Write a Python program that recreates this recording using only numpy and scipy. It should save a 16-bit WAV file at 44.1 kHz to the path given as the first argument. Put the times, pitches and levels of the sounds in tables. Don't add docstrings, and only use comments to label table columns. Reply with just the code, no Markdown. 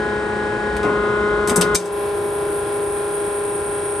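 import sys
import numpy as np
from scipy import signal
from scipy.fft import rfft, irfft
from scipy.io import wavfile

SR = 44100
rng = np.random.default_rng(int(sys.argv[2]) if len(sys.argv) > 2 else 0)


def int16_out(signal):
    q = np.round(np.clip(np.atleast_2d(signal).T, -1, 1) * 32767)
    wavfile.write(sys.argv[1], SR, q.astype(np.int16))


N = 176400
T, FREQS = np.arange(N) / SR, np.fft.rfftfreq(N, 1 / SR)

VALVE_S, LANDED_S, RELIEF_S, PRESSURE_S, SWITCH_S = 0.832, 1.758, 1.92, 1.94, 0.02
MID_CLAMP_S = (PRESSURE_S + T[-1]) / 2
IDLE_HZ, STROKE_HZ, CLAMP_HZ = 29.875, 29.69, 29.235
PISTONS = 7
# frequency in Hz, side over mid in dB.
WIDTH = [(60,-25),(400,-18),(700,-6.5),(1400,-7.5),(2400,-2.5),(4500,-8),(9000,-3),(12000,0)]


def pump(shaft_rad, idle, stroke, clamp, count=190):
    tones = {7: (-34.5,-34.5,-56), 11: (-37.5,-38.5,-43), 12: (-36.5,-33.5,-40), 13: (-41.5,-37,-41.5),
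             14: (-26,-21.3,-23.9), 15: (-40,-40.5,-40.5), 18: (-39.5,-43,-52), 19: (-45,-40,-40),
             21: (-45.5,-38,-39.5), 27: (-59,-70,-42), 28: (-31,-36.5,-38), 34: (-39.5,-38,-40.5),
             35: (-40.5,-31.5,-39), 36: (-67,-36,-41), 42: (-78,-32.3,-49), 47: (-48,-41,-42.5),
             48: (-46.5,-39.5,-58), 49: (-31.5,-26.3,-43), 56: (-33,-38.5,-46.5), 63: (-41.5,-48,-54),
             70: (-48,-40,-63), 77: (-51,-54,-50), 84: (-57,-56,-53.5), 91: (-69,-57,-52),
             105: (-52,-50,-59)}
    # frequency in Hz, base level in dB.
    weak_tones = [(150,-57.5),(240,-60.5),(330,-49.5),(600,-49),(850,-77.5),(1500,-53.5),(2500,-69),(3700,-65),(4400,-76)]
    slip_rad, scatter_db, piston_lift_db = 0.091, 4, 5
    flutter_depth, flutter_doubles_hz, right_delay_s = 0.065, 1120, 2e-5
    harden_db_per_s, harden_above_hz = 0.9, 1200
    beat_rad = rng.uniform(0, 2 * np.pi, count)
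    wavers = [walk(12) for _ in range(PISTONS + 1)]
    hardened = clamp * undb(harden_db_per_s * (T - MID_CLAMP_S))
    out = np.zeros((2, N))
    wave = spin = np.exp(1j * shaft_rad)
    for k, draw in enumerate(rng.standard_normal((count, 5)), 2):
        wave = wave * spin
        hz = k * CLAMP_HZ
        if k in tones:
            gains = undb(tones[k])
            phase = beat_rad[round(k / PISTONS)] + slip_rad * (k / PISTONS) ** 2 * draw[0]
        else:
            offset_db = scatter_db * np.clip(draw[2:], -2, 1.5) + piston_lift_db * (k % PISTONS == 0)
            gains = colour(weak_tones, hz) * undb(offset_db)
            phase = np.pi * draw[0]
        flutter = 1 + flutter_depth * (1 + hz / flutter_doubles_hz) * wavers[k % len(wavers)]
        held = hardened if hz > harden_above_hz else clamp
        amplitude = (gains[0] * idle + gains[1] * stroke + gains[2] * held) * flutter * np.sqrt(2)
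        spread_rad = np.arctan(colour(WIDTH, hz)) * np.sign(draw[1]) + np.pi * hz * right_delay_s
        out[0] += amplitude * (wave * np.exp(1j * (phase + spread_rad))).imag
        out[1] += amplitude * (wave * np.exp(1j * (phase - spread_rad))).imag
    return out


def feet():
    # start in seconds, level in dB, crash t60 in seconds, EQ in dB at 2.5 and 6 kHz.
    clacks = [(0.765,-27,0.051,21,1.5),(0.83,-34.5,0.15,22,9),(1.474,-23.5,0.19,3,1.5),(1.4945,-17.5,0.067,8,1.5),(1.559,-11.5,0.077,-15,2),(1.6104,-13.5,0.071,6.5,2),(1.617,-20.5,0.097,31,22.5),(1.747,-13.5,0.033,-2,10),(1.7524,-8.5,0.031,5.5,7.5),(1.856,-37,.14,-5,3)]
    # frequency in Hz, gain in dB.
    steel = [(1000,-15),(4000,-14),(7200,-10.5),(8300,-1.5),(9600,-3.5),(10600,-11.5),(12300,-11),(15500,-45)]
    # frequency in Hz, relative level in dB.
    modes = [(2330,0),(3720,-1),(4947,-1),(6352,1.5),(7714,-2),(8300,0),(9205,-7)]
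    attack_s, ring_db, tail_db, detune = 0.00056, -7.5, -22, 0.01
    out = 0
    for start_s, db, t60_s, low_db, mid_db in clacks:
        eq = [(1000, 0), (2500, low_db), (6000, mid_db), (8500, 0.0034)]
        tail = undb(tail_db) * strike(start_s, attack_s=0.0092, t60_s=0.33)
        crash = noise(colour(steel) * colour(eq)) * (strike(start_s, attack_s, t60_s) + tail)
        ring = 0
        for hz, mode_db in modes:
            cycles = hz * (1 + detune * rng.standard_normal()) * T + rng.random()
            ring += undb(mode_db) * colour(steel, hz) * colour(eq, hz) * np.sin(2 * np.pi * cycles)
        ring = undb(ring_db) * unit(ring) * strike(start_s, attack_s, t60_s=0.11)
        out += undb(db) * (crash + ring)
    return reflections(out, pan_db=2.8)


def knocks():
    # start in seconds, level in dB, t60 in seconds, panel ring in Hz,
    # thud over ring in dB.
    jumps = [(0.839,-18,0.6,300,9),(1.48,-22.5,0.39,190,3),(1.512,-10,.075,235,-2),(1.563,-17,.09,300,3),(1.576,-13.5,.22,178,-4),(1.618,-20.5,.12,560,3),(1.649,-18,0.14,182,-3),(1.725,-24.5,.42,182,-4),(2.482,-28.5,.13,1500,1),(2.498,-22.5,0.068,320,-6)]
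    # frequency in Hz, gain in dB.
    thud_spectrum = [(30,-42),(110,-9),(160,1),(400,4.5),(650,0),(900,-5),(2300,-14.5),(6000,-67)]
    pitch_wander = 0.0305
    out = 0
    for start_s, db, t60_s, hz, thud_db in jumps:
        panel_hz = hz * (1 + pitch_wander * walk(40))
        panel = unit(np.sin(2 * np.pi * np.cumsum(panel_hz) / SR))
        thud = undb(thud_db) * noise(colour(thud_spectrum))
        out += undb(db) * strike(start_s, 0.0052, t60_s) * unit(panel + thud)
    return reflections(out, pan_db=2)


def oil(shaft_rad, free, held):
    # frequency in Hz, gain in dB.
    free_spectrum = [(20,-26),(45,-12),(60,1.5),(120,-1.5),(260,-3.5),(370,-3),(750,-6),(1400,-9),(2300,-19.5),(3500,-27),(6500,-33.5),(8800,-27.5),(9600,-28.5),(10300,-61.5)]
    held_spectrum = [(20,-27),(50,-1.5),(80,0.5),(160,-1.5),(240,-6),(350,4),(600,-5.5),(850,-4),(1400,-11.5),(2100,-20.5),(2900,-25),(3700,-23.5),(5000,-27),(6500,-28.5),(10000,-17.5),(14000,-70)]
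    # time in seconds, level in dB.
    rumble_curve = [(0,-52),(.6,-52),(.75,-40),(1.35,-35),(1.5,-46),(1.73,-39)]
    free_db, held_db = -28.5, -33
    squeezed = noise(colour(held_spectrum))
    bass = squeezed - highpass(squeezed, hz=123)
    squeezed -= (1 - ramp(RELIEF_S, SWITCH_S)) * bass
    rush = undb(free_db) * free * noise(colour(free_spectrum)) + undb(held_db) * held * squeezed
    pulsing = 0.13 * np.cos(PISTONS * shaft_rad) + 0.056 * np.cos(shaft_rad)
    rumble_db = np.interp(T, *np.array(rumble_curve).T)
    rumble = free * undb(rumble_db) * noise(resonance(hz=57.7, width_hz=6.2))
    return reflections(rush + highpass(rush, hz=600) * pulsing + rumble, pan_db=2)


def relief_valve():
    # centre in Hz, width in Hz, opening level in dB, growth in dB per
    bands = [(9680,220,-35.5,1.5,2.36),(9380,220,-43,5.2,1.69),(8840,530,-51,6.3,0.49),(11250,800,-46,-3,1.34)]
    flicker_db = 1.44
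    age_s = np.maximum(T - RELIEF_S, 0)
    jet = 0
    for hz, width_hz, db, db_per_s, phase_rad in bands:
        spread = np.exp(0.5j * phase_rad * np.array([[-1], [1]]))
        band = signal.hilbert(noise(resonance(hz, width_hz))) * spread
        jet += undb(db + db_per_s * age_s) * band.real
    return jet * ramp(RELIEF_S, 0.025) * undb(flicker_db * walk(25.37))


def reflections(x, pan_db, taps=800):
    echo = rfft(rng.standard_normal(taps) * np.hanning(2 * taps)[taps:], N)
    width = colour(WIDTH)
    side = width * echo / np.sqrt(np.mean(abs(echo) ** 2))
    response = np.array([1 + side, 1 - side]) / np.sqrt(1 + width ** 2)
    return irfft(rfft(x) * response, N) * pan(pan_db)


def undb(db):
    return 10 ** (np.asarray(db) / 20)


def unit(x):
    return x / np.sqrt(np.mean(x ** 2))


def colour(points, hz=FREQS):
    points_hz, db = np.array(points).T
    return undb(np.interp(np.log(np.maximum(hz, 1)), np.log(points_hz), db))


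def resonance(hz, width_hz):
    return 1 / (1 + ((FREQS ** 2 - hz ** 2) / (np.maximum(FREQS, 1) * width_hz)) ** 2 / 2)


def highpass(x, hz):
    return irfft(rfft(x) * FREQS ** 4 / (FREQS ** 4 + hz ** 4), N)


def noise(gain):
    return unit(irfft(rfft(rng.standard_normal(N)) * gain, N))


def walk(rate_hz):
    return np.interp(T * rate_hz, np.arange(256), rng.standard_normal(256))


def ramp(centre_s, length_s):
    return 0.5 + 0.5 * np.sin(np.pi * np.clip((T - centre_s) / length_s, -0.5, 0.5))


def strike(start_s, attack_s, t60_s):
    age_s = np.maximum(T - start_s, 0)
    return np.minimum(age_s / attack_s, 1) * np.exp(-np.log(1000) * age_s / t60_s)


def pan(db):
    return undb(np.vstack([db, -db]) / 2)


def scene():
    dip_db, build_s, fade_db_per_s = -4.5, 0.24, -0.98
    free_pan_db, held_pan_db = 2.4, 1.1
    shifted, clamp = ramp(VALVE_S, SWITCH_S), ramp(LANDED_S, SWITCH_S)
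    idle, stroke = 1 - shifted, shifted - clamp
    effort_db = dip_db * (1 - ramp(PRESSURE_S, build_s)) + fade_db_per_s * (T - MID_CLAMP_S)
    held = clamp * undb(effort_db)
    shaft_rad = 2 * np.pi * np.cumsum(IDLE_HZ * idle + STROKE_HZ * stroke + CLAMP_HZ * clamp) / SR
    hum = pump(shaft_rad, idle, stroke, held) * pan(free_pan_db * (1 - clamp) + held_pan_db * clamp)
    return hum + oil(shaft_rad, idle + stroke, held) + knocks() + feet() + relief_valve()


def record(dry):
    cutoff_hz = 15900
    return signal.sosfilt(signal.ellip(8, 0.2, 70, cutoff_hz, fs=SR, output="sos"), dry)


dry = scene()
out = record(dry)
int16_out(out)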